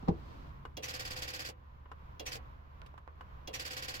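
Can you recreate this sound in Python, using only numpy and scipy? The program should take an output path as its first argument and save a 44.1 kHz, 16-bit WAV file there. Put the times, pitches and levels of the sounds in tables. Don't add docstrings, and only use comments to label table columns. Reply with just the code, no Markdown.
import sys
import numpy as np
from scipy import signal
from scipy.fft import rfft, irfft, next_fast_len
from scipy.io import wavfile
from scipy.ndimage import map_coordinates

SR = 44100
rng = np.random.default_rng(int(sys.argv[2]) if len(sys.argv) > 2 else 0)


def transcribe(u):
    v = np.clip(np.atleast_2d(u).T, -1, 1)
    q = np.round(v * 32767).astype(np.int16)
    wavfile.write(sys.argv[1], SR, q)


N = 176400
T = np.arange(SR // 3) / SR


def amp(db):
    return 10 ** (np.asarray(db) / 20)

def unit(x):
    return x / np.sqrt(np.mean(x ** 2) + 1e-20)

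def blow_unit(x):
    return unit(x) * np.sqrt(.01 / T[-1])

def along(points, hz):
    freqs, values = np.transpose(points)
    return np.interp(np.log(hz + 1), np.log(freqs + 1), values)

def curve(rows):
    return np.interp(np.arange(N) / SR, *np.transpose(rows))

def wobble(rate_hz):
    knots = rng.standard_normal(int(N * rate_hz / SR) + 4)
    return map_coordinates(knots, [np.arange(N) * rate_hz / SR])

def filtered(x, response):
    n = x.shape[-1]
    padded = next_fast_len(n + 8192)
    return irfft(rfft(x, padded) * response(np.fft.rfftfreq(padded, 1 / SR)), padded)[..., :n]

def add(out, s, x):
    i = min(max(round(s * SR), 0), N)
    out[:, i:i + x.shape[-1]] += x[..., :N - i]

# (frequency [Hz], side over mid [dB])
CABIN_WIDTH = [(60, -11.5), (150, -12.5), (230, -8), (380, 3), (700, 3), (1200, 6), (2300, 1), (8000, 0.5)]

def noise(colour, size):
    def response(hz):
        side = amp(along(CABIN_WIDTH, hz))
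        return amp(along(colour, hz)) * np.array([np.ones_like(side), side]) / np.hypot(1, side)
    mid, side = filtered(rng.standard_normal((2, size)), response)
    return unit(np.array([mid + side, mid - side]))

def ring(colour, t60s, attack_s):
    hz, t, bands = signal.stft(noise(colour, len(T)), SR, nperseg=256)
    t60 = along(t60s, hz)[:, None]
    x = signal.istft(bands * amp(-60 * t / t60) / np.sqrt(t60), SR, nperseg=256)[1][:, :len(T)]
    return blow_unit(x * (1 - np.exp(-T / attack_s)))

def modes(table, attack_s, spread_rad):
    x = sum(amp(db - 60 * T / t60) * np.sin(2 * np.pi * hz * T + spread_rad * rng.normal(size=(2, 1)))
            for hz, db, t60 in table)
    return blow_unit(x * (1 - np.exp(-T / attack_s)))


STROKE_TIMES = [.831, 0.8828, 0.9381, .995, 1.0512, 1.1063, 1.1635, 1.2202, 1.2783, 1.3357, 1.3924, 1.4492,
                2.2624, 2.3186, 3.5374, 3.5953, 3.6517, 3.7074, 3.767, 3.8234, 3.8821, 3.9403, 3.998]
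STARTS_TRY = np.diff(STROKE_TIMES, prepend=0) > .2
# (frequency [Hz], left over right [dB])
ENGINE_BALANCE = [(200, -3), (700, 2.5), (1300, -0.5), (2400, -2.5), (4400, -5.5), (8000, 2.5),
                  (15000, -1.5)]

def solenoid():
    out = clang() + housing() + plunger() + stroke_resonance() + fall_back()
    return filtered(out, lambda hz: amp(along(ENGINE_BALANCE, hz) * np.array([[.5], [-.5]])))

# (frequency [Hz], level [dB])
STEEL_MODES = [(4250, 9), (4460, 8.5), (4640, 0.5), (4870, 2), (5010, -6.5), (5160, -7), (5330, -8),
               (5500, -7), (5850, 3), (6060, 3)]
# (delay [s], level [dB], pitch [ratio])
STEEL_HITS = [(-.001, -49, 1.075), (.006, -49, 1.0), (.011, -49.5, .975), (.022, -54.5, 1.02),
              (.048, -59.5, .97)]

def clang(t60_s=.052, relative_width=.06, scatter_db=5):
    out = np.zeros((2, N))
    hz, mode_db = np.transpose(STEEL_MODES)
    waves = np.exp(2j * np.pi * hz[:, None] * T) * amp(-60 * T / t60_s) * (1 - np.exp(-T / .0012))
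    for delay, hit_db, ratio in STEEL_HITS:
        mean_phases = rng.uniform(0, 2 * np.pi, (2, len(hz)))
        for s, first in zip(STROKE_TIMES, STARTS_TRY):
            pitch_hz = 6000 if first else 4880 - 60 * s
            band = 1 / (1 + (np.log(hz / (pitch_hz * ratio)) / relative_width) ** 2) ** 2
            gains = band * amp(mode_db + scatter_db * rng.normal(size=len(hz)))
            phases = mean_phases + .48 * rng.normal(size=mean_phases.shape)
            hit = ((gains * np.exp(1j * phases)) @ waves).imag
            add(out, s + delay, amp(hit_db) * blow_unit(hit))
    return out

# (delay [s], level [dB], attack [s])
STROKE_CONTACTS = [(0, -41, 0.0031), (.009, -43, .002), (0.0223, -45.5, 0.003), (.033, -57.5, 0.0035)]
# (frequency [Hz], level [dB])
HOUSING_COLOUR = [(150, -31), (260, -6.5), (420, -7), (510, 0.5), (650, -7), (760, -0.5), (930, -15),
                  (1030, -3.5), (1450, -7.5), (1850, -3), (2620, -0.5), (3830, -4.5), (4790, -1.5),
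                  (5900, -3.5), (6400, -6.5), (7100, -4), (7800, -7), (8400, -14.5), (10000, -14),
                  (11600, -12.5), (12500, -10), (13600, -16), (15500, -17.5)]
# (frequency [Hz], t60 [s])
HOUSING_DECAY = [(300, 0.28), (2500, 0.15), (5000, 0.08), (10000, 0.044), (15000, 0.1)]

def housing(varied_share=.28, scatter_db=1.7):
    out = np.zeros((2, N))
    variants = [ring(HOUSING_COLOUR, HOUSING_DECAY, attack_s=.0033) for _ in range(7)]
    for delay, db, attack_s in STROKE_CONTACTS:
        common = np.sqrt(1 - varied_share) * ring(HOUSING_COLOUR, HOUSING_DECAY, attack_s)
        for s in STROKE_TIMES:
            late_s = delay * (1 + .05 * rng.normal())
            gain = amp(db + scatter_db * rng.normal())
            varied = np.sqrt(varied_share) * variants[rng.integers(len(variants))]
            add(out, s + late_s, gain * (common + varied))
    return out

# (frequency [Hz], level [dB])
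PULL_COLOUR = [(60, -20), (110, 16), (200, -13), (330, 5.5), (520, -13.5), (800, -2), (1300, -7), (2500, 4),
               (6000, -11.5), (15000, -22)]
# (frequency [Hz], level [dB], t60 [s])
PLUNGER_MODES = [(506.3, -4.5, 0.49), (752, -5.5, 0.29), (1926, -5.5, 0.24), (2470, -1, 0.13),
                 (2700, 5, 0.13), (2980, -6, 0.22)]

def plunger(lead_s=.0074, pull_db=-46, ring_db=-47.5):
    out = np.zeros((2, N))
    pull = ring(PULL_COLOUR, [(200, .81), (3000, .056)], attack_s=.0048)
    ringing = modes(PLUNGER_MODES, attack_s=.00059, spread_rad=.93)
    for s in STROKE_TIMES:
        add(out, s - lead_s, amp(pull_db) * pull)
        add(out, s, amp(ring_db) * ringing)
    return out

# (frequency [Hz], level [dB])
LONG_TRAVEL_COLOUR = [(1500, -18), (2000, -1.5), (2300, -5), (2600, 3), (3000, -15), (3700, -30.5)]
# (frequency [Hz], level [dB])
HOLLOW_COLOUR = [(1150, -52), (1330, -8), (1490, 0), (1590, 10), (1700, -8), (1900, -36)]
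# (delay [s], level [dB])
HOLLOW_ANSWERS = [(-.001, -48), (0.022, -48.5)]

def stroke_resonance(first_db=-43.5):
    out = np.zeros((2, N))
    hollow = blow_unit(ring(HOLLOW_COLOUR, [(1500, .096)], attack_s=.003)[0])
    antiphase = np.array([hollow, -hollow])
    for s, first in zip(STROKE_TIMES, STARTS_TRY):
        if first:
            add(out, s, amp(first_db) * ring(LONG_TRAVEL_COLOUR, [(2500, .15)], attack_s=.005))
        else:
            for delay, db in HOLLOW_ANSWERS:
                add(out, s + delay, amp(db) * antiphase)
    return out

# (time [s], level [dB])
LANDINGS = [(1.487, -46), (1.497, -51), (2.353, -46.5), (2.364, -52)]

def fall_back(knock_db=-1):
    out = np.zeros((2, N))
    for s, db in LANDINGS:
        knock = ring(MOUNT_COLOUR, [(400, .078)], attack_s=.0028)
        metal = ring(HOUSING_COLOUR, [(400, .22), (3000, .045), (12000, .055)], attack_s=.0011)
        add(out, s, amp(db) * (amp(knock_db) * knock + metal))
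    return out

# (time [s], level [dB])
CLOSURES = [(0.7688, -43.5), (2.1955, -44), (3.4737, -44)]
# (frequency [Hz], level [dB])
CASE_COLOUR = [(900, -2.5), (1500, -7), (2800, 0.5), (7000, -6.5), (8400, -21), (15500, -10)]
# (frequency [Hz], t60 [s])
CASE_DECAY = [(1000, 0.07), (2800, 0.14), (5000, 0.077), (8000, 0.038), (15000, 0.055)]
# (frequency [Hz], level [dB])
MOUNT_COLOUR = [(100, -18), (250, -7), (350, -4.5), (470, 5.5), (620, -3), (800, -5), (1200, -20),
                (3000, -43)]
# (frequency [Hz], level [dB], t60 [s])
ARMATURE_MODES = [(2790, -2.5, 0.14), (3330, 3, 0.089), (4124, -2, 0.053), (5314, 4.5, 0.025),
                  (6180, 0.5, 0.032)]

def relay(armature_db=-2, mount_db=3, mount_delay_s=.00563):
    out = np.zeros((2, N))
    case = ring(CASE_COLOUR, CASE_DECAY, attack_s=.0023)
    mount = ring(MOUNT_COLOUR, [(400, .22)], attack_s=.0018)
    armature = modes(ARMATURE_MODES, attack_s=.00041, spread_rad=1)
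    for s, db in CLOSURES:
        add(out, s, amp(db) * (case + amp(armature_db) * armature))
        add(out, s + mount_delay_s, amp(db + mount_db) * mount)
    return out * amp([[-1], [1]])

# (time [s], level [dB])
TRIM_KNOCKS = [(0.029, -46.5), (.079, -37.5), (0.0859, -23.5)]
# (frequency [Hz], level [dB], t60 [s])
TRIM_MODES = [(60.4, -8.5, 0.27), (86, -13.5, 0.35), (147.3, -16.5, 0.4), (177, 0.5, 0.13),
              (253.6, -6, 0.093), (336.5, -11.5, 0.21), (407, -12, 0.18), (458, -9.5, 0.13),
              (633, -16, 0.075), (806, -6.5, 0.047)]
# (frequency [Hz], level [dB])
CLACK_COLOUR = [(200, 1.5), (450, 0), (560, -5), (700, -3), (810, 4), (930, -2.5), (1080, -3.5),
                (1400, -23), (2500, -28), (5000, -32.5), (8000, -48), (15000, -69)]

def thumps(clack_db=-2, clack_lead_s=.00302, push_hz=201.5, push_s=.0075, push_db=2):
    out = np.zeros((2, N))
    push = amp(push_db) * np.sin(2 * np.pi * push_hz * T) * np.exp(-(T / push_s - 1) ** 2)
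    for s, db in TRIM_KNOCKS:
        boom = modes(TRIM_MODES, attack_s=.0027, spread_rad=.68)
        clack = ring(CLACK_COLOUR, [(400, .27), (800, .087), (5000, .061)], attack_s=.00092)
        add(out, s, amp(db) * (boom + push))
        add(out, s - clack_lead_s, amp(db + clack_db) * clack)
    return out

# (time [s], body [dB], snap [dB], left over right [dB])
PLASTIC_TICKS = [(0.6521, -45, -59.5, 2.5), (1.857, -56.5, -95, 4), (1.916, -47, -62.5, 1),
                 (2.862, -62, -60, -6.5), (2.978, -52, -64.5, -2), (3.209, -48, -63, -0.5)]
# (frequency [Hz], level [dB])
BODY_COLOUR = [(150, -14), (500, 2), (800, -8), (1100, 8.5), (1500, -1.5), (2200, -13), (3000, -18),
               (5000, -46), (12000, -64.5)]
# (frequency [Hz], level [dB])
SNAP_COLOUR = [(500, -3.5), (3000, 2), (6000, -10.5), (10000, -18.5), (15000, -19.5)]
# (frequency [Hz], level [dB], t60 [s])
DASH_MODES = [(860, -0.5, 0.019), (1014, -0.5, 0.042), (1504, -8, 0.044), (2890, -14, 0.05)]

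def ticks(dash_db=-2.5):
    out = np.zeros((2, N))
    for s, body_db, snap_db, pan_db in PLASTIC_TICKS:
        body = ring(BODY_COLOUR, [(500, .11), (3000, .046)], attack_s=.00015)
        body += amp(dash_db) * modes(DASH_MODES, attack_s=.0003, spread_rad=.88)
        snap = ring(SNAP_COLOUR, [(2000, .036), (10000, .059)], attack_s=.00028)
        pan = amp([[pan_db / 2], [-pan_db / 2]])
        add(out, s, (amp(body_db) * body + amp(snap_db) * snap) * pan)
    return out

# (time [s], peak [dB], pitch [Hz])
DRY_TAPS = [(2.818, -32, 2410), (2.9425, -37, 746), (3.0775, -30, 920)]

def taps(decay_cycles=.29, lead_s=.005, left_db=-15, left_lag_s=.0002, answer_db=-21):
    out = np.zeros((2, N))
    for s, db, hz in DRY_TAPS:
        cycles = (T - lead_s - np.array([[left_lag_s], [0]])) * hz
        pulse = -np.cos(2 * np.pi * cycles) * np.exp(-abs(cycles) / decay_cycles)
        answer = ring(BODY_COLOUR, [(500, .19), (3000, .077)], attack_s=.0024)
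        add(out, s - lead_s, amp([[db + left_db], [db]]) * pulse)
        add(out, s, amp(db + answer_db) * answer)
    return out

# (frequency [Hz], level [dB])
RUMBLE_COLOUR = [(20, -8.5), (40, -5.5), (62, 1), (80, -17), (100, -9.5), (130, -9), (170, -17),
                 (310, -25.5), (500, -23), (800, -25), (1020, -16), (1300, -23.5), (2000, -32.5),
                 (3200, -39.5), (5000, -49), (7500, -58.5), (8300, -67), (11000, -62.5), (12000, -53),
                 (15500, -58)]
# (time [s], level [dB])
HISS_FADE = [(0, -58), (.15, -61), (.3, -55), (.48, -59), (.58, -75), (.8, -110)]
# (frequency [Hz], level [dB])
HISS_SPECTRUM = [(300, 20), (1500, 3), (4500, -2), (9000, -21)]
# (time [s], level [dB])
DRONE_FADE = [(0, -60), (.45, -57.5), (.65, -55), (.9, -59.5), (1.6, -82)]
# (frequency [Hz], level [dB])
DRONE_SPECTRUM = [(40, -60), (75, 1.5), (100, -8.5), (140, -3), (220, -16.5), (400, -24), (900, -62)]

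def background(rumble_db=-52.5, hum_hz=74.8, hum_db=-57):
    phase = 2 * np.pi * np.cumsum(hum_hz + 1.4 * wobble(5.9)) / SR
    hum = amp(hum_db + .96 * wobble(3.56)) * unit(np.sin(phase))
    rumble = amp(rumble_db + 2.73 * wobble(5.294)) * noise(RUMBLE_COLOUR, N)
    hiss = amp(curve(HISS_FADE)) * noise(HISS_SPECTRUM, N)
    drone = amp(curve(DRONE_FADE)) * noise(DRONE_SPECTRUM, N)
    return (rumble + hum + hiss + drone) * amp([[-.7], [.7]])

def scene():
    return solenoid() + relay() + thumps() + ticks() + taps() + background()

def record(dry):
    return filtered(dry, lambda hz: hz < 15850)


dry = scene()
out = record(dry)
transcribe(out)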